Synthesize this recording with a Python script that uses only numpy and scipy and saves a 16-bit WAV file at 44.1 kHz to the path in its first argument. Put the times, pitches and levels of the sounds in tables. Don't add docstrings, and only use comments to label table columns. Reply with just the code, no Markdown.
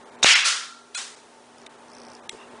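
import sys
import numpy as np
from scipy import signal
from scipy.fft import rfft, irfft, next_fast_len
from scipy.io import wavfile
from scipy.ndimage import uniform_filter1d, map_coordinates

SR = 44100
rng = np.random.default_rng(int(sys.argv[2]) if len(sys.argv) > 2 else 0)


def field_ratio(decibels):
    return 10 ** (np.asarray(decibels, dtype=float) / 20)


def transcribe(u):
    v = np.clip(np.atleast_2d(u).T, -1, 1)
    q = np.round(v * 32767).astype(np.int16)
    wavfile.write(sys.argv[1], SR, q)


N = 114660
T = np.arange(N) / SR
GATE_EDGE_S = .004

# start in seconds, level in dB, rise in seconds.
POPS = [
    (.229, -6, .0001),
    (.2444, 0, .00016),
    (.2458, -4, .0001),
    (.2616, -2, .00007),
]
# start in seconds, level in dB, rise in seconds.
PUSH = (.2446, -17, .0003)
# centre in Hz, width in Hz, level in dB.
BARREL = [(2700, 300, 7), (560, 350, 2)]
# start in seconds, length in seconds, level in dB.
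SPIT = (.2275, .02, -15)
# frequency in Hz, level in dB per Hz.
SPIT_HUE = [(300, -40), (1900, -16), (2900, -24), (3660, 0), (4400, -12), (6200, -6), (7500, -9),
            (10300, -30), (13000, -60)]
# frequency in Hz, level in dB per Hz.
BLAST_HUE = [(250, -46), (450, -28), (800, -17), (1700, -6), (2550, 0), (3600, -6), (6500, -11),
             (10300, -22), (13000, -60)]


def cannon():
    pops = sum(pressure(*pop) for pop in POPS)
    muzzle = .6 * pops + 1.2 * filtered(pops, body(BARREL))
    start, length, db = SPIT
    spit = field_ratio(db) * noise(SPIT_HUE) * gate(start + GATE_EDGE_S / 2, length - GATE_EDGE_S)
    blast = roar(BLAST_HUE, start=.245, db=-12, rise=.009, hold=.095)
    return muzzle + pressure(*PUSH) + spit + blast


def pressure(start, db, rise):
    u = np.clip(T - start, 0, None) / rise
    return -field_ratio(db) * u * (2 - u) * np.exp(1 - u)


# frequency in Hz, T60 in seconds.
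KITCHEN = [(250, .25), (600, .5), (1200, .6), (2500, .47), (4000, .52), (10000, .48)]
# frequency in Hz, share of the hold.
TREBLE_HOLD = [(400, .7), (1000, 1), (2500, 1), (6000, .8), (10000, .6)]


def roar(hue, start, db, rise, hold):
    hz, t, z = signal.stft(noise(hue), SR, nperseg=256)
    hold_s = hold * along(TREBLE_HOLD, hz)[:, None]
    t60 = along(KITCHEN, hz)[:, None]
    fade = field_ratio(-60 * np.clip(t - start - hold_s, 0, None) / t60)
    tail = signal.istft(z * fade, SR, nperseg=256)[1][:N]
    build_up = 1 - np.exp(-np.clip(T - start, 0, None) / rise)
    crackle_db = .7 * wobble(count=900)
    return field_ratio(db + crackle_db) * tail * build_up


# frequency in Hz, level in dB per Hz.
STRIKE_HUE = [(300, -50), (500, -23), (850, -22), (1340, -7), (2200, -9), (3500, -6), (6050, -7),
              (10300, -16), (13000, -50)]
# frequency in Hz, level in dB, T60 in seconds.
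PAN = [(1329, -36, .8), (1373, -32, .9), (1290, -41, .8), (1439, -39, .4)]
# frequency in Hz, level in dB per Hz.
LANDING_HUE = [(300, -30), (700, -12), (1100, -6), (1800, -5), (4000, -4), (7000, -3), (9400, -6),
               (10300, -12), (13000, -50)]


def shot():
    strike_s = .443
    ring_s = strike_s + .01
    modes = sum(field_ratio(db) * decay(ring_s, t60) * np.sin(2 * np.pi * hz * T) for hz, db, t60 in PAN)
    onset = np.clip((T - ring_s) / .0015, 0, 1)
    ring = modes * field_ratio(2.5 * wobble(count=90)) * onset
    strike = roar(STRIKE_HUE, start=strike_s, db=-17.5, rise=.011, hold=.035)
    landing = roar(LANDING_HUE, start=.947, db=-29.5, rise=.002, hold=.04)
    return strike + ring + landing


# start in seconds, level in dB, T60 in seconds.
CLICKS = [
    (.948, -25, .05),
    (.951, -26, .03),
    (1.664, -32, .014),
    (1.667, -33, .014),
    (2.2922, -38, .03),
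    (2.2943, -18, .016),
    (2.3307, -43, .008),
]
# centre in Hz, width in Hz, level in dB.
TRIGGER = [(2200, 450, -3), (3700, 380, 3), (6200, 900, -8), (9500, 1200, -10)]
# start in seconds, level in dB.
KNOCKS = [
    (2.331, -36),
    (2.347, -35),
    (2.54, -42),
]
# start, rise and fall in seconds, level in dB.
RUB = (2.368, .045, .055, -45)
# centre in Hz, width in Hz, level in dB.
GRIP = [(1050, 200, -5), (1900, 300, -11), (2740, 50, 2), (3700, 300, -15)]


def hand():
    rattle = sum(field_ratio(db) * decay(s, t60) for s, db, t60 in CLICKS) * resonant_noise(TRIGGER)
    when, peak_db, _ = np.transpose(CLICKS)
    snap = filtered(kicks(when, peak_db + 23), body(TRIGGER))
    clicks = field_ratio(-8) * rattle + snap
    knocks = sum(field_ratio(db) * decay(s, .035) * np.sin(2 * np.pi * 430 * (T - s)) for s, db in KNOCKS)
    start, rise, fall, db = RUB
    stroke = np.interp(T, [start, start + rise, start + rise + fall], [0, 1, 0])
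    slide = field_ratio(db) * stroke * resonant_noise(GRIP)
    echo = roar(LANDING_HUE, start=2.3, db=-51, rise=.01, hold=.03)
    return clicks + knocks + slide + echo


# start in seconds, end in seconds, level in dB.
FOCUS = [
    (1.584, 1.64, -47),
    (1.884, 1.925, -44),
    (1.925, 2.16, -39.5),
    (2.16, 2.175, -46),
]
# centre in Hz, width in Hz, level in dB.
STEP = [(5500, 700, 0), (4400, 600, -9), (8500, 2500, -15)]


def focus():
    times = 1.5667 + np.arange(40) / 59.9
    size_db = 1.4 * rng.standard_normal(len(times))
    steps = []
    for start, end, db in FOCUS:
        for step, size in zip(times, size_db):
            if start - .004 < step < end - .004:
                steps.append((step, db + size))
    buzz = sum(field_ratio(db) * decay(s, .016) for s, db in steps) * rng.standard_normal(N)
    when, db = np.transpose(steps)
    return filtered(field_ratio(7) * buzz + kicks(when, db + 25), body(STEP))


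# time in seconds, level in dB.
AIR = [(0, -49), (.23, -48), (.3, -55), (.87, -55), (1.14, -53), (1.38, -53), (1.98, -49), (2.6, -48)]
# frequency in Hz, level in dB per Hz.
ROOM_HUE = [(20, -32), (60, -23), (120, -14), (180, -15), (260, -8), (430, -5), (900, -6), (1700, -13),
            (4000, -24), (8000, -60)]
# centre in Hz, width in Hz, level in dB.
DUCTS = [(400, 40, 0), (435, 20, -2), (740, 50, -4)]
# frequency in Hz, level in dB over the air.
FRIDGE = [(241, -6), (890, -8)]
# frequency in Hz, level in dB per Hz.
HISS_HUE = [(1500, -6), (3000, 0), (6000, 0), (8500, -2), (10000, -1)]


def room_tone():
    drone = unit(filtered(rng.standard_normal(N), lambda hz: body(DUCTS)(hz) ** 2))
    hum = 0
    for hz, db in FRIDGE:
        level = field_ratio(db + 1.5 * wobble(count=40))
        hum = hum + level * np.sin(2 * np.pi * hz * T + .4 * wobble(count=40))
    gain_db = np.interp(T, *np.transpose(AIR)) + .8 * wobble(count=30)
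    air = field_ratio(gain_db) * (noise(ROOM_HUE) + field_ratio(-9) * drone + hum)
    return air + field_ratio(-56) * noise([(300, -40)] + HISS_HUE)


def unit(x):
    return x / np.sqrt(np.mean(x ** 2) + 1e-20)


def along(points, hz):
    f, v = np.transpose(points)
    return np.interp(np.log(hz + 1), np.log(f + 1), v)


def filtered(x, response):
    m = next_fast_len(N + SR // 4)
    return irfft(rfft(x, m) * response(np.fft.rfftfreq(m, 1 / SR)), m)[:N]


def body(peaks):
    def response(f):
        total = 0
        for k, (centre, width, db) in enumerate(peaks):
            damping = 1j * f * width
            total = total + (-1) ** k * field_ratio(db) * damping / (centre * centre - f * f + damping)
        return total
    return response


def noise(hue):
    return unit(filtered(rng.standard_normal(N), lambda hz: field_ratio(along(hue, hz))))


def resonant_noise(peaks):
    return unit(filtered(rng.standard_normal(N), body(peaks)))


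def gate(start, length):
    return np.clip(np.minimum(T - start, start + length - T) / GATE_EDGE_S + .5, 0, 1)


def decay(start, t60):
    return (T >= start) * field_ratio(-60 * np.clip(T - start, 0, None) / t60)


def kicks(times, db):
    return np.bincount(np.round(np.asarray(times) * SR).astype(int), field_ratio(db), N)


def wobble(count):
    return map_coordinates(rng.standard_normal(count + 1), [np.linspace(0, count, N)])


def scene():
    return np.tile(cannon() + shot() + hand() + focus() + room_tone(), (2, 1))


# start in seconds, length in seconds, lowest Hz affected, threshold over the mean level.
DULL = [(.04, .02, 2500, 1.4), (.1, .015, 2500, 1.3), (.162, .025, 3000, 1.5), (.212, .008, 5500, 1.8),
        (.252, .008, 3300, 1.05), (.34, .013, 4800, 1.8), (.428, .014, 6000, 1.3), (1.15, .015, 1500, 1.5),
        (1.63, .03, 7000, 1.3), (1.677, .02, 3000, 2.1), (1.765, .02, 3000, 1.2), (1.92, .02, 2500, 1.1),
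        (2.065, .015, 2500, 1.2), (2.195, .035, 2000, 1.35), (1.93, .24, 6300, .95)]


def coarse(x):
    hz, t, z = signal.stft(x, SR, nperseg=768)
    limit = np.outer(hz > 2000, .55 + .15 * rng.standard_normal(len(t)))
    for start, length, above_hz, share in DULL:
        inside = abs(t - start - length / 2) < length / 2
        limit = np.maximum(limit, share * np.outer(hz > above_hz, inside))
    mean = np.sqrt(abs(uniform_filter1d(abs(z) ** 2, size=41, axis=0)))
    kept = np.where(abs(z) > limit * mean, 1, .08)
    return signal.istft(z * kept, SR, nperseg=768)[1][:N]


# start in seconds, length in seconds, level of the lines in dB, share of sound dropped.
THIN = [
    (.955, .017, -35, .95),
    (2.299, .014, -50, .93),
    (.339, .014, -22, .7),
    (2.278, .012, -55, .93),
]
KEPT_HZ = [
    [1420, 2529, 3404, 4133, 6973, 8084],
    [380, 890, 2132, 3300, 7714, 7870],
    [1440, 2100, 2550, 3300, 4000, 5400],
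    [241, 410, 720, 890, 1250, 1700],
]


def thinned(x):
    for (start, length, db, drop), lines in zip(THIN, KEPT_HZ):
        kept = sum(np.sin(2 * np.pi * (hz * T + rng.random())) for hz in lines)
        x = x + gate(start, length) * (field_ratio(db) * kept - np.clip(drop, 0, 1) * x)
    return x


def top_cut(x):
    return signal.sosfilt(signal.butter(12, 11280, fs=SR, output="sos"), x)


def record(dry):
    ceiling, knee = .95, 5
    x = dry[0] / (1 + abs(dry[0] / ceiling) ** knee) ** (1 / knee)
    x = thinned(coarse(x))
    x = filtered(x, lambda hz: 1 / (1 + np.minimum(hz / 10150, 1.5) ** 110))
    return top_cut(np.tile(x, (2, 1)))


dry = scene()
out = record(dry)
transcribe(out)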